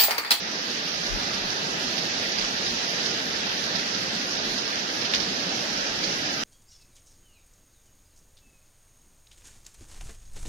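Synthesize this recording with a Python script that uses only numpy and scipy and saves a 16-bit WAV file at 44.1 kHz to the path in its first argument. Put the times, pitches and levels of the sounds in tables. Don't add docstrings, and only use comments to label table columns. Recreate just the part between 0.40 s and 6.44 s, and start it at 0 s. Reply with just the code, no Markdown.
import sys
import numpy as np
from scipy import signal
from scipy.fft import rfft, irfft, dct, next_fast_len
from scipy.io import wavfile
from scipy.ndimage import uniform_filter1d

SR = 44100
rng = np.random.default_rng(int(sys.argv[2]) if len(sys.argv) > 2 else 0)


def amplitude_ratio(level_db):
    exponent = np.asarray(level_db, float) / 20
    return 10 ** exponent


def log_audio(samples):
    frames = np.atleast_2d(samples).T
    limited = np.clip(frames, -1, 1)
    pcm = np.round(limited * 32767).astype(np.int16)
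    wavfile.write(sys.argv[1], SR, pcm)


N = 266231


def curve(table, at, column=1):
    table = np.array(table, float)
    return np.interp(np.log(at + 1), np.log(table[:, 0]), table[:, column])


def walk(rate):
    hold = int(SR / rate)
    levels = np.repeat(rng.standard_normal(N // hold + 1), hold)
    smooth = uniform_filter1d(uniform_filter1d(levels, hold), hold)
    return 0.76 * smooth[:N]


# (time [s], level [dB], pitch [Hz], length [s])
EDDY_THUMPS = [
    (0.739, -24, 40.6, 0.035),
    (1.056, -41.5, 30, 0.048),
    (1.465, -43, 45, .02),
    (2.04, -39, 35, 0.037),
    (4.1, -44, 30, 0.034),
    (4.932, -49, 55, 0.0091),
    (5.685, -48, 35, .03),
]


def eddies():
    t = np.arange(N) / SR
    low_band = signal.butter(2, [22, 85], "band", fs=SR, output="sos")
    rumble = signal.sosfilt(low_band, rng.standard_normal((2, N)))
    rumble[1] = 1.3 * rumble[0] + 0.66 * rumble[1]
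    flutter_db = 13 * walk(12)
    out = amplitude_ratio(-41.5 + flutter_db) * rumble * amplitude_ratio([[0], [-5]])
    for s, db, hz, length in EDDY_THUMPS:
        swell = np.exp(-((t - s) / length) ** 2)
        out[0] -= amplitude_ratio(db) * np.sin(2 * np.pi * hz * (t - s)) * swell
    return out


# (time [s], peak level [dB], colour [Hz], left minus right [dB])
LEAF_SLAPS = [(0.2274, -26, 5360, -5), (0.9334, -22.5, 5520, -4), (1.5801, -16.5, 4800, -5.5),
              (1.618, -24.5, 2670, -6), (1.9172, -19.5, 5460, -7), (1.9834, -19, 5080, -8),
              (2.0066, -19, 4700, -5), (2.2626, -17.5, 4600, 3.5), (2.6053, -23, 4730, -5),
              (2.6584, -17, 4940, -2), (2.9569, -19.5, 4820, -6), (3.353, -18, 4700, -7),
              (3.3899, -21, 4730, -3), (3.5404, -24, 5030, -11), (4.1777, -18.5, 5460, -5),
              (4.3896, -21, 5240, -4), (4.6134, -20.5, 4800, -14), (4.623, -33, 5520, -8),
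              (4.6475, -17.5, 4220, -4.5), (4.6597, -23, 5030, -8), (4.7367, -11, 3440, 3),
              (4.7486, -13.5, 5800, 1), (4.757, -20, 5420, -6), (4.799, -21.5, 4260, -14.5),
              (4.8258, -20.5, 4900, -3), (5.288, -29, 4830, -4), (5.6376, -16, 5800, -1.5),
              (5.906, -24, 3920, 0), (6.0355, -15.5, 5430, -8)]


def one_slap(db, hz):
    t = np.arange(SR // 4) / SR
    ring_s = 0.085
    noise = rng.standard_normal((3, len(t)))
    spiky = noise[:2] * amplitude_ratio(12 * uniform_filter1d(noise[2], size=30))
    fall = (1 - np.exp(-t / 0.0029)) * np.exp(-np.log(1000) * t / ring_s)
    crack = np.clip((db + 24) / 11, 0.1, 1.4) ** 2 * np.exp(-t / 0.0022)
    burst = 0.7 * spiky * fall + noise[:2] * crack
    body = signal.lfilter(*signal.butter(1, [hz * 0.75, hz * 1.3], "band", fs=SR), burst)
    wide = signal.lfilter(*signal.butter(2, 2300, "high", fs=SR), burst)
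    fine = signal.lfilter(*signal.butter(2, [7500, 13500], "band", fs=SR), burst)
    fine_db = -11 - 4 * np.log2(hz / 4800)
    return amplitude_ratio(db + 25.5) * (body + 0.52 * wide + amplitude_ratio(fine_db) * fine)


def slaps():
    out = np.zeros((2, N + SR))
    for s, db, hz, pan_db in LEAF_SLAPS:
        left, right = one_slap(db, hz)
        start = int(s * SR)
        late = start + 40
        out[0, late:late + len(left)] += amplitude_ratio(pan_db / 2) * left
        out[1, start:start + len(right)] += amplitude_ratio(-pan_db / 2) * right
    return out[:, :N]


def ticks(rate, db, spread_db):
    chance = rng.random((2, N))
    strength = amplitude_ratio(db + spread_db * np.minimum(-np.log(chance[1] + 1e-9), 5.0))
    hits = (chance[0] < rate / SR) * strength
    rattle_s = 0.0011
    rattle = signal.lfilter([1], [1, -np.exp(-1 / (rattle_s * SR))], hits)
    return rattle * rng.standard_normal(N)


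# (frequency [Hz], in-phase part [-1..1], part a quarter wave apart [-1..1])
PORTS_ALIKE = [(60, 1, -0.18), (150, 1, 0.15), (283, 0.94, 0.1), (389, .66, .2), (539, 0.47, 0.52),
               (596, 0.6, 0.042), (800, 0, 0.073), (1004, -0.62, -0.2), (1483, -0.27, -0.014),
               (1646, 0.18, -.1), (2160, -.25, 0), (2717, .22, 0), (3540, -.08, 0), (4530, 0, 0)]


def ports(a, b, hz):
    alike = curve(PORTS_ALIKE, hz) + 1j * curve(PORTS_ALIKE, hz, column=2)
    alike = alike / np.maximum(np.abs(alike) / 0.995, 1)
    half = np.arccos(np.abs(alike)) / 2
    turn = np.exp(-1j * np.angle(alike))
    left = np.cos(half) * a + np.sin(half) * b
    right = (np.cos(half) * a - np.sin(half) * b) * turn
    return np.array([left, right])


# (time [s], level [dB])
WIND_GUST = [
    (0.0, -32),
    (0.76, -30.5),
    (2.02, -30),
    (4.4, -30.5),
    (4.74, -30),
    (6.04, -30),
]
# (frequency [Hz], rise [dB per gust dB], flicker [dB])
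LEAF_ANSWER = [
    (62, 4, 5),
    (248, 1.8, 1.37),
    (1590, 1.44, 1.4),
    (4500, 1.3, 1.5),
    (11000, 1.5, 2.4),
]


def foliage(size):
    hz = np.fft.rfftfreq(size, 1 / SR)
    hiss = rfft(rng.standard_normal((2, N)), size)
    contacts = np.array([ticks(rate=250, db=-7, spread_db=2.57) for _ in range(2)])
    grain = rfft(contacts, size) * np.clip(hz / 3000, 0, 1.2)
    pair = ports(*(hiss + grain), hz)
    s, gust_db = np.transpose(WIND_GUST)
    gust_db = np.interp(np.arange(N) / SR, s, gust_db - np.mean(gust_db))
    out, shared, sway = 0, walk(5.8), walk(6.1)
    for half_octave in np.arange(-12, 10):
        centre = 1000 * 2 ** (half_octave / 2)
        distance = np.clip(2 * np.log2((hz + 1) / centre), -1, 1)
        band = np.cos(np.pi / 2 * distance) ** 2
        shared = 0.65 * shared + 0.45 * walk(9)
        flicker_db = curve(LEAF_ANSWER, centre, column=2)
        db = curve(LEAF_ANSWER, centre) * gust_db + flicker_db * (shared + 1.14 * walk(22))
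        tilt_db = 0.18 * flicker_db * sway * np.array([[1], [-1]])
        out = out + amplitude_ratio(db + tilt_db) * irfft(pair * band, size)[:, :N]
    return out


# (frequency [Hz], level [dB per Hz])
LEFT_RUSH = [(24, -95), (70, -81.5), (120, -72), (195, -62), (470, -65.5), (1020, -67), (1820, -65.5),
             (3750, -69.5), (5050, -73.5), (6950, -79), (8350, -93), (10900, -93), (12100, -97),
             (14100, -97.5), (15400, -105)]
# (frequency [Hz], extra level [dB])
RIGHT_CAVITY = [(41, 8), (125, 1), (2350, -1), (3550, 4.5), (5050, 12.5), (6150, 11.5), (7250, -0.5),
                (9600, -1), (11800, 3), (13400, -1.5)]
# (frequency [Hz], width [Hz], depth [dB])
TREBLE_GAPS = [
    (6630, 80, -5.5),
    (7390, 52, -14.5),
    (8130, 190, -9),
]


def colour(hz):
    left_db = curve(LEFT_RUSH, hz)
    for centre, width, depth_db in TREBLE_GAPS:
        left_db = left_db + depth_db / (1 + ((hz - centre) / width) ** 2)
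    right_db = left_db + curve(RIGHT_CAVITY, hz)
    return amplitude_ratio(np.array([left_db, right_db])) * np.sqrt(SR / 2)


def scene():
    size = next_fast_len(N)
    hz = np.fft.rfftfreq(size, 1 / SR)
    leaves = rfft(foliage(size) + slaps(), size)
    return irfft(leaves * colour(hz), size)[:, :N] + eddies()


FRAME, GRID = 1024, 552
# (frequency [Hz], step over band level [dB], dropped when this far under its partner [dB])
STORAGE_STEPS = [(150, -20, 23), (400, -18, 15), (800, -15, 8), (1100, -13, 5), (1600, -13, 6),
                 (2500, -10, 3.6), (3800, -13, 8), (5200, -13, 15), (6400, -3, 13), (7300, 8, 8),
                 (9000, 10.5, 8), (11500, 9, 8), (13500, 8.5, 8), (15200, 13.5, 8)]


def frame_windows(count):
    soft = np.sin(np.pi * (np.arange(2 * FRAME) + 0.5) / (2 * FRAME))
    steep = signal.windows.kaiser_bessel_derived(2 * FRAME, 4 * np.pi)
    fades = np.array([soft, steep])[:, :FRAME]
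    choice = uniform_filter1d(rng.standard_normal(count + 1), size=5) > 0.05
    rise = fades[choice * 1]
    return np.hstack([rise[:-1], rise[1:, ::-1]])


def rounding_step_db(own_db, apart, jealous, patchy_db, hurry_db):
    own_db = uniform_filter1d(uniform_filter1d(own_db, size=9, axis=1), size=3, axis=2)
    luck = uniform_filter1d(rng.standard_normal(own_db.shape), size=3, axis=1) * np.sqrt(3)
    luck = np.maximum(luck + np.roll(luck, 1, axis=2), 0) ** 2 / 2
    hurry = uniform_filter1d(rng.standard_normal((own_db.shape[1], 1)), size=4, axis=0) * 2
    hidden_db = np.clip(jealous * (own_db[::-1] - own_db), 0, np.where(apart, 12, 21))
    return own_db + hidden_db + patchy_db * luck + hurry_db * hurry


def thrifty(x, jealous, patchy_db, hurry_db):
    count = N // FRAME + 3
    window = frame_windows(count)
    padded = np.pad(x, ((0, 0), (2 * FRAME - GRID, 3 * FRAME)))
    places = np.arange(count)[:, None] * FRAME + np.arange(2 * FRAME)
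    a, b, c, d = np.split(padded[:, places] * window, 4, axis=2)
    lines = dct(np.dstack([-c[..., ::-1] - d, a - b[..., ::-1]]), type=4, norm="ortho")
    hz = (np.arange(FRAME) + 0.5) * SR / (2 * FRAME)
    apart = (hz > 4000) & (hz < 6700)

    def swap(v):
        return np.where(apart, v, np.array([v[0] + v[1], v[0] - v[1]]) / np.sqrt(2))

    lines = swap(lines)
    edges = np.r_[0:64:4, 64:FRAME:8]
    band = np.searchsorted(edges, np.arange(FRAME), "right") - 1
    power = np.add.reduceat(lines ** 2, edges, axis=2) / np.bincount(band)
    own_db = 10 * np.log10(power + 1e-20)
    now_db = uniform_filter1d(own_db, size=2, axis=1)
    lost = (now_db[::-1] - now_db)[..., band] > curve(STORAGE_STEPS, hz, column=2)
    step_db = rounding_step_db(own_db, apart[edges], jealous, patchy_db, hurry_db)
    step = amplitude_ratio(step_db[..., band] + curve(STORAGE_STEPS, hz))
    whole = np.floor(np.abs(lines / step) ** 0.75 + 0.4054)
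    kept = ~lost * np.sign(lines) * step * whole ** (4 / 3)
    late, early = np.split(dct(swap(kept), type=4, norm="ortho"), 2, axis=2)
    frames = np.dstack([early, -early[..., ::-1], -late[..., ::-1], -late]) * window
    joined = frames[:, 1:, :FRAME] + frames[:, :-1, FRAME:]
    return joined.reshape(2, -1)[:, FRAME - GRID:FRAME - GRID + N]


def low_pass(x):
    return signal.sosfilt(signal.butter(12, 15640, fs=SR, output="sos"), x)


def record(dry):
    stored = thrifty(dry, jealous=1.3, patchy_db=5.5, hurry_db=0.6)
    return low_pass(stored)


dry = scene()
out = record(dry)
log_audio(out)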